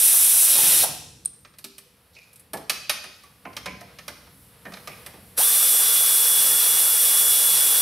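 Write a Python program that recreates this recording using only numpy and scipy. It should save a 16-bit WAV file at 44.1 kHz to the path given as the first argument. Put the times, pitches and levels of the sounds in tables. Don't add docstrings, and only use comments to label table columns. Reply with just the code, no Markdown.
import sys
import numpy as np
from scipy import signal
from scipy.fft import rfft, irfft
from scipy.io import wavfile

SR = 44100
rng = np.random.default_rng(int(sys.argv[2]) if len(sys.argv) > 2 else 0)


def to_linear_factor(level_db):
    exponent = np.asarray(level_db, float) / 20
    return 10 ** exponent


def store_pcm(level_fs):
    pcm = np.round(np.clip(level_fs, -1, 1) * 32767).astype(np.int16)
    wavfile.write(sys.argv[1], SR, np.atleast_2d(pcm).T)


N = 344421
TIME = np.arange(N) / SR


def at_hz(points, hz):
    table_hz, values = np.transpose(points)
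    return np.interp(np.log(hz + 1), np.log(table_hz), values)


def in_time(rows):
    s, *columns = np.transpose(rows)
    return [np.interp(TIME, s, column) for column in columns]


def rms_one(x):
    return x / np.sqrt(np.mean(x ** 2) + 1e-20)


def coloured(x, spectrum):
    hz = np.fft.rfftfreq(x.shape[-1], 1 / SR)
    return irfft(rfft(x) * to_linear_factor(at_hz(spectrum, hz)), x.shape[-1])


def band(x, low_hz, high_hz, order=3):
    edges_hz = [low_hz, min(high_hz, .47 * SR)]
    return signal.sosfilt(signal.butter(order, edges_hz, "band", fs=SR, output="sos"), x)


def resonance(x, hz, width_hz):
    r = np.exp(-np.pi * width_hz / SR)
    zeros = np.array([1, 0, -1]) * (1 - r * r) / 2
    return signal.lfilter(zeros, [1, -2 * r * np.cos(2 * np.pi * hz / SR), r * r], x)


def drift(rate):
    knots = rng.standard_normal(4000)
    return np.interp(TIME * rate, np.arange(4000), knots) * 1.22


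def lone_partials(table):
    out = np.zeros(N)
    for s, hz, db, t60, rise in table:
        after = np.clip(TIME - s, 0, 3)
        level = to_linear_factor(db - 60 * after / t60 + 0.83 * drift(77))
        out += level * (1 - np.exp(-after / rise)) * np.sin(2 * np.pi * hz * after)
    return out


SHUT_S, OPEN_S = 0.84, 5.38
VALVE_OPEN_S, VALVE_SHUT_S = 0.0038, 0.01


def valve():
    closing = np.exp(-np.clip(TIME - SHUT_S, 0, 5) / VALVE_SHUT_S)
    opening = np.exp(np.clip(TIME - OPEN_S, -5, 0) / VALVE_OPEN_S)
    return closing + opening


# t/s, speed f/Hz, whine level/dB
ROTOR_STALL = [
    (0, 284, -43),
    (.25, 283, -43),
    (.4, 276, -45),
    (.47, 225, -50),
    (.52, 165, -54),
    (.56, 95, -60),
    (.83, 60, -70),
]
SPIN_FROM_S, SPIN_UP_S = 5.366, .082
FREE_HZ, OVERSHOOT_HZ, SETTLE_S, WANDER_HZ = 284.5, 9.2, .22, .25
WHINE_DB, WHINE_SPIN_DB, WHINE_FULL_S, WHINE_RISE_DB_PER_S = -32.5, 2.5, 5.402, 1102


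def rotor():
    speed, whine_db = in_time(ROTOR_STALL)
    spin = np.clip((TIME - SPIN_FROM_S) / SPIN_UP_S, 0, 1)
    excess = OVERSHOOT_HZ * np.exp(-np.clip(TIME - SPIN_FROM_S - SPIN_UP_S, 0, 5) / SETTLE_S)
    free = (FREE_HZ + excess + WANDER_HZ * drift(4)) * np.sin(np.pi / 2 * spin)
    rise_db = WHINE_RISE_DB_PER_S * np.clip(TIME - WHINE_FULL_S, -.1, 0)
    free_db = WHINE_DB + WHINE_SPIN_DB * (spin < 1) + rise_db
    speed = np.where(spin > 0, free, speed)
    whine_db = np.where(spin > 0, free_db, whine_db)
    hunting = 0.0016 + 0.01668 * (TIME < 5.42)
    angle = 2 * np.pi * np.cumsum(speed * (1 + hunting * drift(90))) / SR
    return speed, whine_db, angle


# multiple of rotor speed, level/dB at free speed, /dB added just off it, /dB added towards standstill
ORDERS = [(4, -22, 36, -2), (7, -23, 0, 0), (8, -20, 6, 0), (10, -12, -20, -40), (12, 0, -8, -55),
          (16, -18, 0, 0), (24, -18, 0, 0)]


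def vane_whine(speed, whine_db, angle):
    off_speed = np.sqrt(np.abs(1 - speed / FREE_HZ))
    out = np.zeros(N)
    for k, db, near_db, slow_db in ORDERS:
        order_db = whine_db + 5 + db + near_db * off_speed + slow_db * off_speed ** 2
        out += to_linear_factor(order_db + 1.4 * drift(41)) * np.sin(k * angle + k * k)
    return valve() * out


# f/Hz, level/dB per Hz
EXHAUST_FREE = [(47, -64.5), (80, -27), (149, -25), (323, -30), (441, -14), (643, -15), (2430, -10),
                (3170, -4.5), (3390, -0.5), (3870, -3.5), (5770, -6), (6450, -13.5), (9610, -2),
                (12800, -5.5), (16000, -15)]
# f/Hz, level/dB per Hz
EXHAUST_TURNED = [(47, -70.5), (80, -28), (156, -23.5), (227, -29.5), (515, -14), (2180, -12.5),
                  (3790, -4.5), (4520, -8.5), (5770, -8), (6590, -12), (10500, -0.5), (16000, -15)]
# f/Hz, width f/Hz, level/dB
HOUSING_MODES = [(740, 40, -20), (1500, 370, -12.5), (2530, 150, -8), (5070, 100, -8), (5570, 110, -11),
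                 (5770, 140, -5), (6010, 76, -5.5), (6820, 45, -26), (12460, 81, -5)]
# t/s, load 0-1
TOOL_LOAD = [
    (0, 0),
    (.39, 0),
    (.5, .25),
    (.74, 0.62),
    (.79, 0.47),
    (.83, 0.75),
    (5.38, 0.63),
    (5.44, 0.08),
    (5.5, 0.12),
    (7.81, 0.14),
]
# low f/Hz, high f/Hz, level/dB first run, level/dB second run, /dB added at full load
HISS, RASP = (7379, 20499.5, -16.5, -16.0, -3), (1571.5, 7700, -28, -29, 5)
RATTLE, RUMBLE = (347, 1886.5, -41, -37, 7.5), (103.5, 329, -62.5, -56, 23.5)


def exhaust_and_gears(angle):
    first_run = TIME < 3
    chop = 1 + 0.088 * np.cos(4 * angle) + 0.073 * np.cos(angle)
    grit = to_linear_factor(1.2 * drift(1500))
    jet = rng.standard_normal(N) * chop * grit
    turned, free = rms_one(coloured(jet, EXHAUST_TURNED)), rms_one(coloured(jet, EXHAUST_FREE))
    air = np.where(first_run, turned, free)
    air = air + sum(to_linear_factor(db + 4.0) * resonance(air, hz, width_hz) for hz, width_hz, db in HOUSING_MODES)
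    load, = in_time(TOOL_LOAD)
    flutters_db = [0.5 * drift(25), 0.89 * drift(30), 1.0 * drift(35), 3.0 * drift(15)]
    out = np.zeros(N)
    for layer, flutter_db in zip((HISS, RASP, RATTLE, RUMBLE), flutters_db):
        low_hz, high_hz, first_db, second_db, load_db = layer
        layer_db = np.where(first_run, first_db, second_db) + load_db * load + flutter_db
        out += to_linear_factor(layer_db) * rms_one(band(air, low_hz, high_hz))
    return to_linear_factor(1.11) * valve() * out


# t/s, f/Hz, peak level/dB, t60 t/s, rise t/s
PAWL_SNAP = [
    (1.2505, 8800, -21, .008, .0002),
    (1.2505, 11800, -26, .006, .0002),
    (1.2575, 8620, -6, .014, .0006),
    (1.2575, 9520, -5.5, .013, .0006),
    (1.2575, 12000, -22, .008, .0004),
]


def pawl():
    return lone_partials(PAWL_SNAP)


# t/s, strength level/dB, weight (thud against it /dB), brightness (tick against it /dB)
CONTACTS = [(0.553, -28.5, -6, 13), (1.448, -46, -15, -13), (1.538, -55.5, -8, -13),
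            (1.585, -48, -12, 11.5), (1.642, -38, -20, 7.5), (1.781, -46, -15, 11.5), (2.33, -62, -9, 18),
            (2.358, -60, -15, 18.5), (2.395, -62.5, -1, 19), (2.533, -34, 6, 8), (2.571, -43.5, -5, 4),
            (2.696, -20, -17.5, 3), (2.895, -19, -17.5, 1), (3.04, -39, -3.5, -4), (3.235, -50.5, -3, 2),
            (3.452, -42.5, 9.5, -25), (3.53, -50, -12, -5), (3.566, -31.5, -14, -1),
            (3.658, -29.5, -3, -6.5), (3.808, -43, 1, -1.5), (3.986, -40, -12, -6), (4.08, -31.5, -9, -0.5),
            (4.269, -54, -2.5, -12), (4.652, -43, 8.5, -17), (4.72, -43.5, 1, -6), (4.737, -40, -22, -8),
            (4.769, -44, -2, -12), (4.873, -33.5, -4, -1.5), (5.062, -38, -4.5, 5.5),
            (5.136, -54.5, 11.5, 0)]
# low f/Hz, high f/Hz, t60 t/s, level/dB
PARTS = [
    (153.3, 870, 0.18, 1.5),
    (895, 2400, 0.092, -3),
    (2420, 6000, 0.064, -1.5),
    (8150, 13400, 0.097, -8),
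]
BODY_MODES_HZ = [(187, 330, 720), (600, 1240, 1800), (2500, 4070, 5700), (8880, 9100, 11200)]
BODY_MODES_DB = [(-8, -5, 7.5), (3.5, 5, -4), (1, -6.5, -6), (-3, -5, -1)]
# f/Hz, level/dB, t60 t/s
BAR_PARTIALS = [(1841, 3, 2.2), (3800, 5, 0.42), (4840, -34, 0.87), (4770, -6, 0.56), (5900, 1, 0.063),
                (7052, -30, 0.24), (7400, -30, 0.18), (9200, 2, 0.34), (9000, -31, 0.44), (9600, 19, 0.17),
                (10000, 0, 0.18), (10400, 13, 0.22)]
BAR_DROP_TIMES = [2.895, 3.04, 3.236]
DULL_DB, DULL_PER_WEIGHT, DULL_PER_BRIGHT = 2, 0.23, -0.16
BODY_SCATTER, BODY_SPREAD_DB, BODY_DAMP_S = 0.041, 8, 0.033


def knocks():
    s, strength_db, weight_db, bright_db = np.transpose(CONTACTS)
    dull_db = DULL_DB + DULL_PER_WEIGHT * weight_db + DULL_PER_BRIGHT * bright_db
    parts_db = strength_db + np.array([weight_db, dull_db, -dull_db, bright_db])
    at, after, out = (s * SR).astype(int), TIME[:SR // 2], np.zeros(N + SR)
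    luck = rng.uniform(-0.97, 1, (len(at), 4, 2, 3))
    for k, (low_hz, high_hz, t60, db) in enumerate(PARTS):
        noise = rms_one(band(rng.standard_normal(N + SR), low_hz, high_hz))
        shape = to_linear_factor(db - 60 * after / t60) * (1 + 0.95 * np.exp(-after / 0.00039))
        shape *= 1 - np.exp(-after * low_hz * 0.36)
        shape *= 1 + 0.55 * np.exp(-(after / 0.014) ** 2)
        for i, part_db, (detune, shift) in zip(at, parts_db[k], luck[:, k]):
            modes_hz = BODY_MODES_HZ[k] * (1 + BODY_SCATTER * detune)
            modes = to_linear_factor(BODY_MODES_DB[k] + BODY_SPREAD_DB * shift / 2)
            body = modes @ np.sin(2 * np.pi * np.outer(modes_hz, after))
            blow = noise[i:i + len(after)] + 0.46 * np.exp(-after / BODY_DAMP_S) * body
            out[i:i + len(after)] += to_linear_factor(part_db) * shape * blow
    bar = np.zeros(len(after))
    for hz, db, t60 in BAR_PARTIALS:
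        bar += to_linear_factor(db - 60 * after / min(t60, .18)) * np.sin(2 * np.pi * hz * after)
    for drop in BAR_DROP_TIMES:
        k = np.argmin(abs(s - drop))
        out[at[k]:at[k] + len(after)] += to_linear_factor(strength_db[k] - 26) * bar
    return out[:N]


# t/s, f/Hz, peak level/dB, t60 t/s, rise t/s
STEEL_RINGS = [(.828, 754, -17, 0.064, 0.0089), (.86, 141, -47.5, 2.8, .03),
               (0.899, 321.5, -54, 1.2, 0.024), (1.252, 1185, -42, 0.035, 0.0037),
               (1.407, 13400, -52, 0.033, .001), (1.644, 394, -49, 0.84, .005),
               (1.86, 496, -51.5, 0.083, 0.0032), (2.162, 2430, -50, 0.21, 0.0072),
               (2.398, 10100, -43, 0.063, .001), (2.536, 1717, -32.5, 0.13, 0.0032),
               (2.698, 2240, -36, 0.054, .002), (2.696, 4075, -39, 0.17, .002),
               (2.915, 1166, -38, 0.088, .005), (3.237, 1145, -43, 0.13, 0.0037),
               (3.459, 1036, -34, 0.21, 0.0071), (3.665, 1020, -27.5, 0.14, 0.0067),
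               (3.669, 186, -33.5, 0.35, 0.012), (4.656, 1820, -35, .06, 0.0017),
               (3.812, 704, -34, .08, .004), (4.875, 520, -56, .08, .004)]


def steel_rings():
    return lone_partials(STEEL_RINGS)


# t/s, f/Hz,
# width f/Hz, level/dB, t60 t/s
RUB_STROKES = [(.55, 700, 470, -33, 0.64), (.84, 151, 59, -44.5, 0.95), (1.252, 1500, 800, -48.5, .05),
               (0.827, 666, 400, -26.5, 0.26), (1.25, 4020, 3020, -34.5, 0.043),
               (1.64, 250.2, 74, -48, 0.3), (2.13, 3920, 3500, -50, 0.48), (2.155, 400, 500, -54, 0.18),
               (2.158, 2500, 450, -42, 0.26), (2.532, 715, 298, -30, 0.15), (3.452, 2300, 600, -41, 0.12),
               (3.66, 2330, 450, -32.5, 0.21), (4.655, 185, 59.6, -42, 0.6), (4.655, 1390, 1200, -41, 0.16),
               (4.88, 2350, 600, -45, .4), (5.376, 550, 800, -31, 0.18)]
RUB_RISE_SHARE = 0.018


def rubs():
    grain, out = rng.standard_normal(N) * to_linear_factor(3.5 * drift(310)), np.zeros(N)
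    for s, hz, width_hz, db, t60 in RUB_STROKES:
        after = np.clip(TIME - s, 0, 3)
        tone = rms_one(resonance(resonance(grain, hz, width_hz), hz, width_hz))
        swell = (1 - np.exp(-after / (RUB_RISE_SHARE * t60))) ** 2
        out += to_linear_factor(db - 60 * after / t60) * swell * tone
    return out


# f/Hz, t60 t/s
SHOP_DECAY = [(100, 1), (500, 0.49), (2000, 0.76), (6000, 0.78), (15000, 0.11)]
ECHO_DB, ECHO_SIDE_DB, DIRECT_SIDE_DB = -8.5, 3, -13.5


def workshop(x):
    after, tail = TIME[:SR], np.zeros((2, SR))
    for hz in 58.0 * 2 ** np.arange(8):
        octave = band(rng.standard_normal((2, SR)), hz, 2 * hz + 1, order=2)
        tail += octave * to_linear_factor(-60 * after / at_hz(SHOP_DECAY, 1.35 * hz))
    tail *= 1 - np.exp(-after / 0.0009)
    tail = to_linear_factor([[ECHO_DB], [ECHO_DB + ECHO_SIDE_DB]]) * tail / np.sqrt(np.sum(tail[0] ** 2))
    tail[:, 0] = 1, to_linear_factor(DIRECT_SIDE_DB)
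    return signal.fftconvolve(x[None], tail, axes=1)[:, :N]


# f/Hz, level/dB per Hz
QUIET_SHOP = [(15, -33.5), (25, -34), (64, 1), (175, -1.5), (394, -12), (476, 0), (591, -9), (796, -10.5),
              (1020, -10.5), (2480, -14.5), (4740, -18), (6740, -25.5), (11000, -11.5), (14800, -21.5),
              (16000, -28.5)]
# t/s, rumble level/dB
BODY_STIR = [(1.25, -55), (1.4, -60.5), (1.7, -61.5), (1.9, -62.5), (2.45, -62), (2.75, -57), (3.25, -59.5),
             (3.75, -49.5), (4.11, -55), (4.5, -55), (5.02, -53.5), (5.3, -54)]
# t/s, level/dB
HOSE_LEAK = [(1.3, -67), (1.8, -68.5), (2.14, -62), (2.38, -65), (3.25, -61), (4.1, -58.5), (4.7, -55.5),
             (5.0, -49), (5.2, -55.5)]
SHUFFLE_DB, SHUFFLE_PER_STIR, SHUFFLE_PER_LEAK = -59.5, 0.27, 0.76


def background():
    noise = coloured(rng.standard_normal((2, N)), QUIET_SHOP)
    (rumble_db,), (leak_db,) = in_time(BODY_STIR), in_time(HOSE_LEAK)
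    shuffle_db = SHUFFLE_DB + SHUFFLE_PER_STIR * (rumble_db - rumble_db.mean())
    shuffle_db += SHUFFLE_PER_LEAK * (leak_db - leak_db.mean())
    out = to_linear_factor(rumble_db + 2.0 * drift(5.9)) * band(noise, 36, 380) / np.std(band(noise[0], 30, 350))
    out += to_linear_factor(shuffle_db + 1.3 * drift(11)) * rms_one(band(noise, 300, 5200))
    out += to_linear_factor(leak_db + 1.0 * drift(7)) * rms_one(band(noise, 6300, 20500))
    return out * to_linear_factor(-12 * valve())


# f/Hz, side against mid level/dB
PAIR_SIDE = [(60, -31), (110, -26), (200, -25), (380, -15.5), (700, -9), (1290, -10), (2380, -9.5),
             (4400, -11), (8120, -11), (15000, -21.5)]
WHINE_ECHO_SHARE, PAWL_ECHO_SHARE = .2, .45
KNOCK_PAN_DB = -2


def scene():
    speed, whine_db, angle = rotor()
    whine, air, snap = vane_whine(speed, whine_db, angle), exhaust_and_gears(angle), pawl()
    handling = knocks() + steel_rings() + rubs()
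    into_shop = air + WHINE_ECHO_SHARE * whine + PAWL_ECHO_SHARE * snap + handling
    mid, side = workshop(into_shop) + background()
    mid += (1 - WHINE_ECHO_SHARE) * whine + (1 - PAWL_ECHO_SHARE) * snap
    side = -coloured(side, PAIR_SIDE)
    side += band(handling, 300, 9200, order=1) * (to_linear_factor(KNOCK_PAN_DB) - 1) / 2
    return np.array([mid + side, mid - side])


def roll_off(x):
    return signal.sosfilt(signal.butter(12, 16930, fs=SR, output="sos"), x)


def record(dry):
    top_cut = signal.ellip(14, .5, 70, 15730, fs=SR, output="sos")
    rounded = 0.69 * np.tanh(dry / 0.72)
    return roll_off(signal.sosfilt(top_cut, rounded))


dry = scene()
out = record(dry)
store_pcm(out)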